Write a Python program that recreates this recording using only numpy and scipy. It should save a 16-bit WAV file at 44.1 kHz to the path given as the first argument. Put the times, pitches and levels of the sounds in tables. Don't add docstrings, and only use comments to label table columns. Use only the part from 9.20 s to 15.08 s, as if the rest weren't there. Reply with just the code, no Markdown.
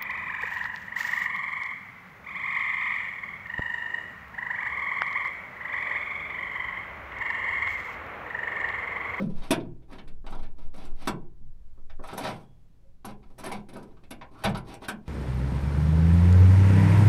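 import sys
import numpy as np
from scipy import signal
from scipy.fft import rfft, irfft
from scipy.io import wavfile
from scipy.ndimage import uniform_filter1d

SR = 44100
rng = np.random.default_rng(int(sys.argv[2]) if len(sys.argv) > 2 else 0)


def nominal_scale(level):
    x = np.asarray(level, float) / 20
    return 10 ** x


def wrap_up_sound(samples):
    columns = np.atleast_2d(samples).T
    tamed = np.clip(columns, -1, 1)
    steps = np.round(tamed * 32767).astype(np.int16)
    wavfile.write(sys.argv[1], SR, steps)


N = 259308
T = np.arange(N) / SR

# (start_s, level_db)
UPPER_CLAMP_TICKS = [(0.727, -62.5), (0.7841, -83), (0.8776, -63), (1.063, -65), (1.1054, -58.5),
                     (1.5604, -59), (1.6506, -56), (1.8204, -62), (1.854, -57), (1.8724, -33.5),
                     (2.837, -56.5), (2.874, -50.5), (2.933, -50.5), (4.837, -73), (5.4824, -65),
                     (5.5388, -49), (5.6221, -63), (5.29, -50), (5.683, -37)]
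# (start_s, level_db)
LOWER_CLAMP_TICKS = [(0.307, -26.5), (1.229, -65), (2.9765, -37), (3.8504, -42.5), (4.1836, -50),
                     (4.1944, -50), (4.239, -43.5), (4.2597, -43.5), (4.288, -53.5), (4.317, -44),
                     (4.488, -57), (4.5337, -55), (4.566, -56.5), (4.6044, -76), (4.6279, -62),
                     (4.9065, -45), (5.1896, -68), (5.238, -34), (5.3473, -54), (5.371, -49.5),
                     (5.682, -39)]


def on_log_axis(table, hz):
    table_hz, value = np.transpose(table)
    return np.interp(np.log(hz), np.log(table_hz), value)


def unit(x):
    return x / np.sqrt(np.mean(x ** 2))


def band(x, lo_hz, hi_hz):
    return signal.sosfilt(signal.butter(2, [lo_hz, hi_hz], "bandpass", fs=SR, output="sos"), x)


def walk(rate):
    hold = int(SR / rate)
    goals = rng.standard_normal(N // hold + 1)
    return 1.1 * uniform_filter1d(np.repeat(goals, hold), hold)[:N]


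def ring(hz, size, t60, rise_ms):
    t = T[:int(min(np.max(t60) * 1.4, 0.8) * SR)]
    phase = rng.uniform(0, 2 * np.pi, (len(hz), 1))
    decay_db = -60 * t / t60[:, None]
    tail_db = -23.5 + decay_db / 2.2
    fade = nominal_scale(np.maximum(decay_db, tail_db))
    tones = size @ (np.sin(2 * np.pi * hz[:, None] * t + phase) * fade)
    rise = 1 - np.exp(-1000 * t / rise_ms)
    return tones * rise / np.sqrt(np.sum(size ** 2))


def body(lo_hz, hi_hz, strong, strong_db, rise_ms, count):
    # (pitch_hz, level_db per Hz)
    crowd_colour = [(59, -43), (100, 6), (218, 3.5), (362, -1), (956, -0.5), (1110, -4), (1490, -7.5),
                    (1920, -20.5), (2320, -15), (2990, -21), (3460, -19.5), (5630, -26.5), (6810, -35),
                    (10800, -33), (15500, -51)]
    # (pitch_hz, t60_s)
    ring_times = [(100, 0.73), (200, 0.4), (380, 0.5), (560, 0.27), (800, 0.32), (1300, 0.19), (2500, 0.17),
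                  (4850, 0.097), (12800, 0.083)]
    place = (np.arange(count) + rng.random(count)) / count
    first_hz, last_hz = lo_hz / 1.5, min(1.5 * hi_hz, 15600)
    hz = first_hz + place * (last_hz - first_hz)
    skirt = 1 / np.sqrt((1 + (lo_hz / hz) ** 8) * (1 + (hz / hi_hz) ** 8))
    size = skirt * nominal_scale(on_log_axis(crowd_colour, hz) + 2.4 * rng.standard_normal(count))
    size /= np.sqrt(np.sum(size ** 2))
    strong_hz, level_db = np.transpose(strong)
    hz = np.r_[hz, strong_hz]
    size = np.r_[size, nominal_scale(level_db + strong_db)]
    t60 = on_log_axis(ring_times, hz) * rng.uniform(0.75, 1.2, len(hz))
    return ring(hz, size, t60, rise_ms)


def blows(times, db, contact_ms, spot_hz, spot, sharpness):
    length = 4096
    force, t = np.zeros(N + length), T[:length]
    chatters = rng.standard_normal((len(times), length))
    for s, level_db, ms, hz, chatter in zip(times, db, contact_ms, spot_hz, chatters):
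        push = chatter * np.abs(chatter) ** 0.85 * np.exp(-1000 * t / max(ms, 0.2))
        push[0] += 8.0
        size = nominal_scale(level_db) / np.sqrt(np.sum(push ** 2))
        peak = signal.iirpeak(hz, max(sharpness, 1), SR)
        push += spot * signal.lfilter(*peak, push)
        start = int(s * SR)
        force[start:start + length] += size * push
    return force[:N]


def wall():
    # (pitch_hz, level_db)
    wall_tones = [(624, 0.5), (770, -9), (800, 3), (938, -11.5), (1030, -12), (1260, -15.5), (1510, -2),
                  (1800, -4.5)]
    return body(550, 1900, wall_tones, -14.5, 0.15, count=200)


def panel():
    # (pitch_hz, level_db)
    panel_tones = [(270, -14), (350, 0), (390, -1), (433, -10)]
    # (pitch_hz, level_db, t60_s)
    hollow_thock = (370, 8.6, 0.026)
    boom = body(240, 490, panel_tones, -13.5, 1.9, count=60)
    hz, db, t60 = hollow_thock
    t = T[:len(boom)]
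    return boom + nominal_scale(db - 60 * t / t60) * np.sin(2 * np.pi * hz * t)


def pipe():
    # (pitch_hz, level_db)
    pipe_tones = [(2010, 1), (2240, -2), (2355, -4.5), (2780, -7.5), (3250, -7), (3390, 1), (4010, -2),
                  (4620, 1), (5740, -10.5)]
    return body(1900, 6000, pipe_tones, -20, 0.16, count=380)


def clamp():
    # (pitch_hz, level_db)
    clamp_tones = [(7620, -5), (8130, 0), (8400, 2), (9310, -3), (10580, 3.5), (11350, -8.5),
                   (11750, -12.5)]
    return body(6300, 22000, clamp_tones, -13.5, 0.15, count=420)


def floor():
    # (pitch_hz, level_db)
    floor_tones = [(135, -5.5), (165, -7), (205, 0)]
    return body(105, 240, floor_tones, -1, 2.4, count=24)


def knocks():
    # (start_s, wall_db, boom_over_wall_db, pipe_over_wall_db)
    foot_knocks = [(0.0, -49, 22, 0.5), (0.45, -59, 5.5, -10), (0.622, -70, 10, 0), (0.68, -72, -1, -13),
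                   (0.702, -55.5, -12, -17), (1.043, -51, 0.5, -20), (1.065, -43, -12.5, -0.5),
                   (1.124, -43, -29, -6.5), (1.541, -55, 6.5, -9), (1.873, -29.5, 1.5, 2.5),
                   (2.576, -62.5, 3, -37.5), (2.794, -49.5, 3.5, -22), (2.838, -42, -20, -8),
                   (2.886, -42, -16, -3), (2.927, -39, 8, -7.5), (2.978, -33.5, -6.5, -5.5),
                   (3.846, -40, -2.5, -5.5), (3.888, -55, 13.5, -11), (4.028, -60.5, -9, -2.5),
                   (4.558, -42, 3, -11), (4.625, -57, -28, 1.5), (4.709, -65.5, -11, -3),
                   (4.768, -62.5, -12.5, -3.5), (5.347, -34, -10.5, -3), (5.368, -42.5, -3, 1),
                   (5.62, -43.5, -2, -18)]
    # (start_s, wall_db, boom_over_wall_db, pipe_over_wall_db, spot_hz)
    rim_clacks = [(0.219, -51.5, 6, 1, 3880), (0.307, -23, -0.5, -2, 3700), (0.4, -58.5, -4.5, 5, 3560),
                  (0.784, -47.5, -19, 0, 2650), (1.192, -56.5, 4.5, -1, 1820), (4.315, -34, -33, -3, 2150),
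                  (4.487, -55, 13.5, 2.5, 1940), (4.837, -66, 13.5, 5.5, 2600),
                  (4.908, -43.5, 1, 2.5, 2310), (5.246, -26.5, -6.5, -0.5, 2160),
                  (2.697, -55, -32, 3, 1576), (5.684, -29.5, -5, -2.5, 1806), (5.54, -49, -12, 0.5, 2340)]
    # (start_s, wall_db, boom_over_wall_db, pipe_over_wall_db, contact_ms)
    skids = [(0.329, -38.5, -19, 4, 6.7), (0.722, -49, 4.5, -0.5, 16), (0.875, -60, 12, 6.5, 6),
             (1.228, -54, -6, 2, 18), (3.049, -30, -25, -3.5, 26), (4.181, -51, 5.5, 1, 19),
             (4.235, -35.5, -6, -8, 9), (4.261, -38.5, 2, -6, 30), (4.529, -55, 13.5, 3.5, 28),
             (5.012, -40, -22, -6.5, 6.2), (5.237, -24.5, -26, -3, 22.5)]
    rows = [(*row, 3.8, 1330) for row in foot_knocks]  # contact_ms, spot_hz
    rows += [(*row[:-1], 5.1, row[-1]) for row in rim_clacks]
    rows += [(*row, 1764) for row in skids]
    return np.transpose(rows)


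def thuds():
    # (start_s, level_db, push_ms, spot_hz)
    floor_blows = [(0.0, -27.5, 5.5, 177), (0.312, -34.5, 3.3, 180.5), (0.427, -37, 5.7, 190.5),
                   (0.88, -49, 4.7, 190), (1.08, -41.5, 7.2, 180), (1.546, -38, 4.6, 223),
                   (1.876, -32, 3, 173.4), (2.19, -53.5, 5.3, 121), (2.933, -43.5, 20, 203),
                   (3.05, -37.5, 6.2, 172), (3.844, -44, 12, 204), (4.188, -57, 4.4, 212),
                   (4.243, -32.5, 2.1, 200), (4.318, -36.5, 3.2, 204), (4.559, -50, 7.2, 200),
                   (4.919, -39.5, 19, 223.5), (5.249, -24, 4.7, 188), (5.316, -43, 3.6, 199),
                   (5.699, -34.5, 11, 222)]
    return np.transpose(floor_blows)


def slips(rate, scatter_db, patchy_db):
    happens = rng.random(N) < rate / SR
    clicks = happens * rng.standard_normal(N) * nominal_scale(scatter_db * rng.exponential(1, N))
    return unit(clicks * nominal_scale(patchy_db * walk(45)))


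def slide_curves():
    # (start_s, hardest_s, end_s, wall_db when hardest, brightness_db)
    strokes = [(0.0, -0.016, 0.12, -43.5, -1), (0.084, 0.265, 0.44, -48.5, 2.5),
               (0.676, 0.735, 0.89, -51, -3.5), (1.05, 1.081, 1.39, -49, -3.5),
               (1.359, 1.415, 1.574, -56.5, -1.5), (1.524, 1.634, 1.75, -48, 1),
               (1.751, 1.853, 1.87, -46.5, 3), (2.822, 2.9, 3.07, -45, 3), (2.953, 3.076, 3.26, -38, 3),
               (3.842, 3.879, 3.951, -43.5, 3), (4.005, 4.045, 4.23, -64, -4),
               (4.176, 4.192, 4.26, -40, -1), (4.24, 4.256, 4.32, -41.5, 10.5),
               (4.321, 4.344, 4.42, -44.5, 7), (4.496, 4.578, 4.78, -52, -5.5),
               (4.715, 4.802, 8.2, -71, -7), (5.11, 5.224, 5.23, -47, -1.5), (5.258, 5.275, 5.144, -36, 9),
               (5.44, 5.526, 5.55, -44, 1.5), (5.604, 5.647, 5.653, -42, 6), (5.807, 5.798, 6.1, -62, -6),
               (5.851, 5.884, 5.888, -55.5, 8)]
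    # (over_wall_db when hardest, share of the wall's swell, share of the brightness)
    part_shares = [
        (0, 0.74, -0.78),
        (-4, 1.38, .9),
        (-17.5, 0.98, 0.63),
    ]
    start_db, end_db = -11, -29.5
    roundness = 1.28
    gain = np.zeros((4, N))
    for start, hardest, end, wall_db, bright_db in strokes:
        fade = np.clip(np.minimum(T - start, end - T) / 0.0051, 0, 1)
        away = np.interp(T, [start, hardest, end], [-1, 0, 1])
        swell_db = np.where(away < 0, start_db, end_db) * np.abs(away) ** roundness
        for k, (db, follow, tilt) in enumerate([(0.0027, 1, 0.013), *part_shares]):
            gain[k] += fade * nominal_scale(wall_db + db + follow * swell_db + tilt * bright_db)
    return gain


def ticks():
    rows = [(*row, 7690) for row in UPPER_CLAMP_TICKS]
    rows += [(*row, 11000) for row in LOWER_CLAMP_TICKS]
    s, db, hz = np.transpose(rows)
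    rattle_ms = 1.7 + 0.16 * (db + 63)
    return s, db, rattle_ms, hz * (1 + 0.03 * rng.standard_normal(len(s)))


def truck_bed():
    parts = [wall(), panel(), pipe(), clamp(), floor()]
    s, wall_db, boom_db, pipe_db, contact_ms, spot_hz = knocks()
    hits = [blows(s, wall_db + over_db, contact_ms, spot_hz, 1.0, 5.1) for over_db in (0, boom_db, pipe_db)]
    hits.append(blows(*ticks(), 2.2, 28.0))
    hits.append(blows(*thuds(), 2.0, 10.0))
    rub = slips(2200, 3.3, 1.5)
    gains = slide_curves()
    gains = [*gains, 0.9 * gains[1]]
    out = 0
    for part, hit, gain in zip(parts, hits, gains):
        drag = gain * rub / np.sqrt(np.sum(part ** 2))
        out = out + signal.oaconvolve(1.047 * hit + 0.68 * drag, part)[:N]
    return out


def wind():
    # (time_s, pressure_db)
    gusts = [(0.0, -39), (0.21, -24), (0.36, -44.5), (0.6, -38.5), (0.76, -43.5), (0.95, -30.5),
             (1.28, -25.5), (1.36, -32.5), (1.44, -24), (1.65, -32), (1.74, -24), (1.98, -41), (2.1, -34),
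             (2.5, -39), (2.8, -31), (3.03, -54.5), (4.19, -43), (5.88, -55)]
    # (start_s, level_db, t60_s)
    jolt = (5.25, -34.5, 0.6)
    pressure_db = np.interp(T, *np.transpose(gusts))
    swing = unit(band(band(rng.standard_normal(N), 3.9, 15.0), 4.7, 15.0))
    swing /= np.sqrt(uniform_filter1d(swing ** 2, SR // 5)) + 0.66
    flutter = unit(band(band(rng.standard_normal(N), 20, 70), 20, 70)) * nominal_scale(0.52 * walk(5.6))
    s, db, t60 = jolt
    shake = nominal_scale(-53 + 0.4 * (pressure_db + 37))
    shake += (T > s) * nominal_scale(db - 60 * np.abs(T - s) / t60)
    return nominal_scale(pressure_db + 5) * swing + shake * flutter


def air():
    # (pitch_hz, level_db per Hz)
    hum_colour = [(53, -31), (90, -0.5), (151, -5), (248, -16.5), (1140, -32.5), (1840, -36), (2430, -38.5),
                  (4160, -41), (15500, -50.5)]
    # (time_s, level_db)
    hum_swell = [(0, 3.5), (2.3, 1.5), (2.6, 4.5), (3.3, 6), (3.8, 3.5), (5.88, 4.5)]
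    hz = np.maximum(np.fft.rfftfreq(N, 1 / SR), 1)
    colour = nominal_scale(on_log_axis(hum_colour, hz)) * (hz > 85)
    noise = unit(irfft(rfft(rng.standard_normal(N)) * colour, N))
    level_db = -66.5 + np.interp(T, *np.transpose(hum_swell)) + 1.0 * walk(4)
    return noise * nominal_scale(level_db)


def snaps():
    s, db = np.transpose([*UPPER_CLAMP_TICKS, *LOWER_CLAMP_TICKS])
    contacts = np.zeros(N)
    contacts[(s * SR).astype(int)] = nominal_scale(db - 2)
    burst = rng.standard_normal(256) * np.exp(-T[:256] / 0.0006)
    return band(signal.oaconvolve(contacts, burst)[:N], 9000, 15600)


def groans():
    # (start_s, end_s, from_hz, to_hz, width_hz, level_db)
    glides = [
        (2.79, 2.87, 520, 680, 90, -52),
        (5.13, 5.24, 1050, 1400, 600, -54),
        (3.63, 3.73, 540, 550, 40, -73),
    ]
    out = 0
    for start, end, from_hz, to_hz, width, db in glides:
        along = np.clip((T - start) / (end - start), 0, 1)
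        turn = 2 * np.pi * np.cumsum(from_hz + (to_hz - from_hz) * along) / SR
        rough = walk(width) * np.sin(turn) + walk(width) * np.cos(turn)
        out = out + nominal_scale(db) * np.sin(np.pi * along) * rough
    return out


def pin():
    # (start_s, pitch_hz, width_hz, level_db, t60_s)
    pin_hum = (3.21, 3330, 70, -77, .8)
    s, hz, width, db, t60 = pin_hum
    hum = unit(band(rng.standard_normal(N), hz - width, hz + width))
    return hum * (T > s) * nominal_scale(db - 60 * np.abs(T - s) / t60)


def scene():
    return (truck_bed() + wind() + air() + snaps() + groans() + pin())[None, :]


def top_cut(x):
    return signal.sosfilt(signal.butter(12, 15690, fs=SR, output="sos"), x)


def record(dry):
    return top_cut(dry)


dry = scene()
out = record(dry)
wrap_up_sound(out)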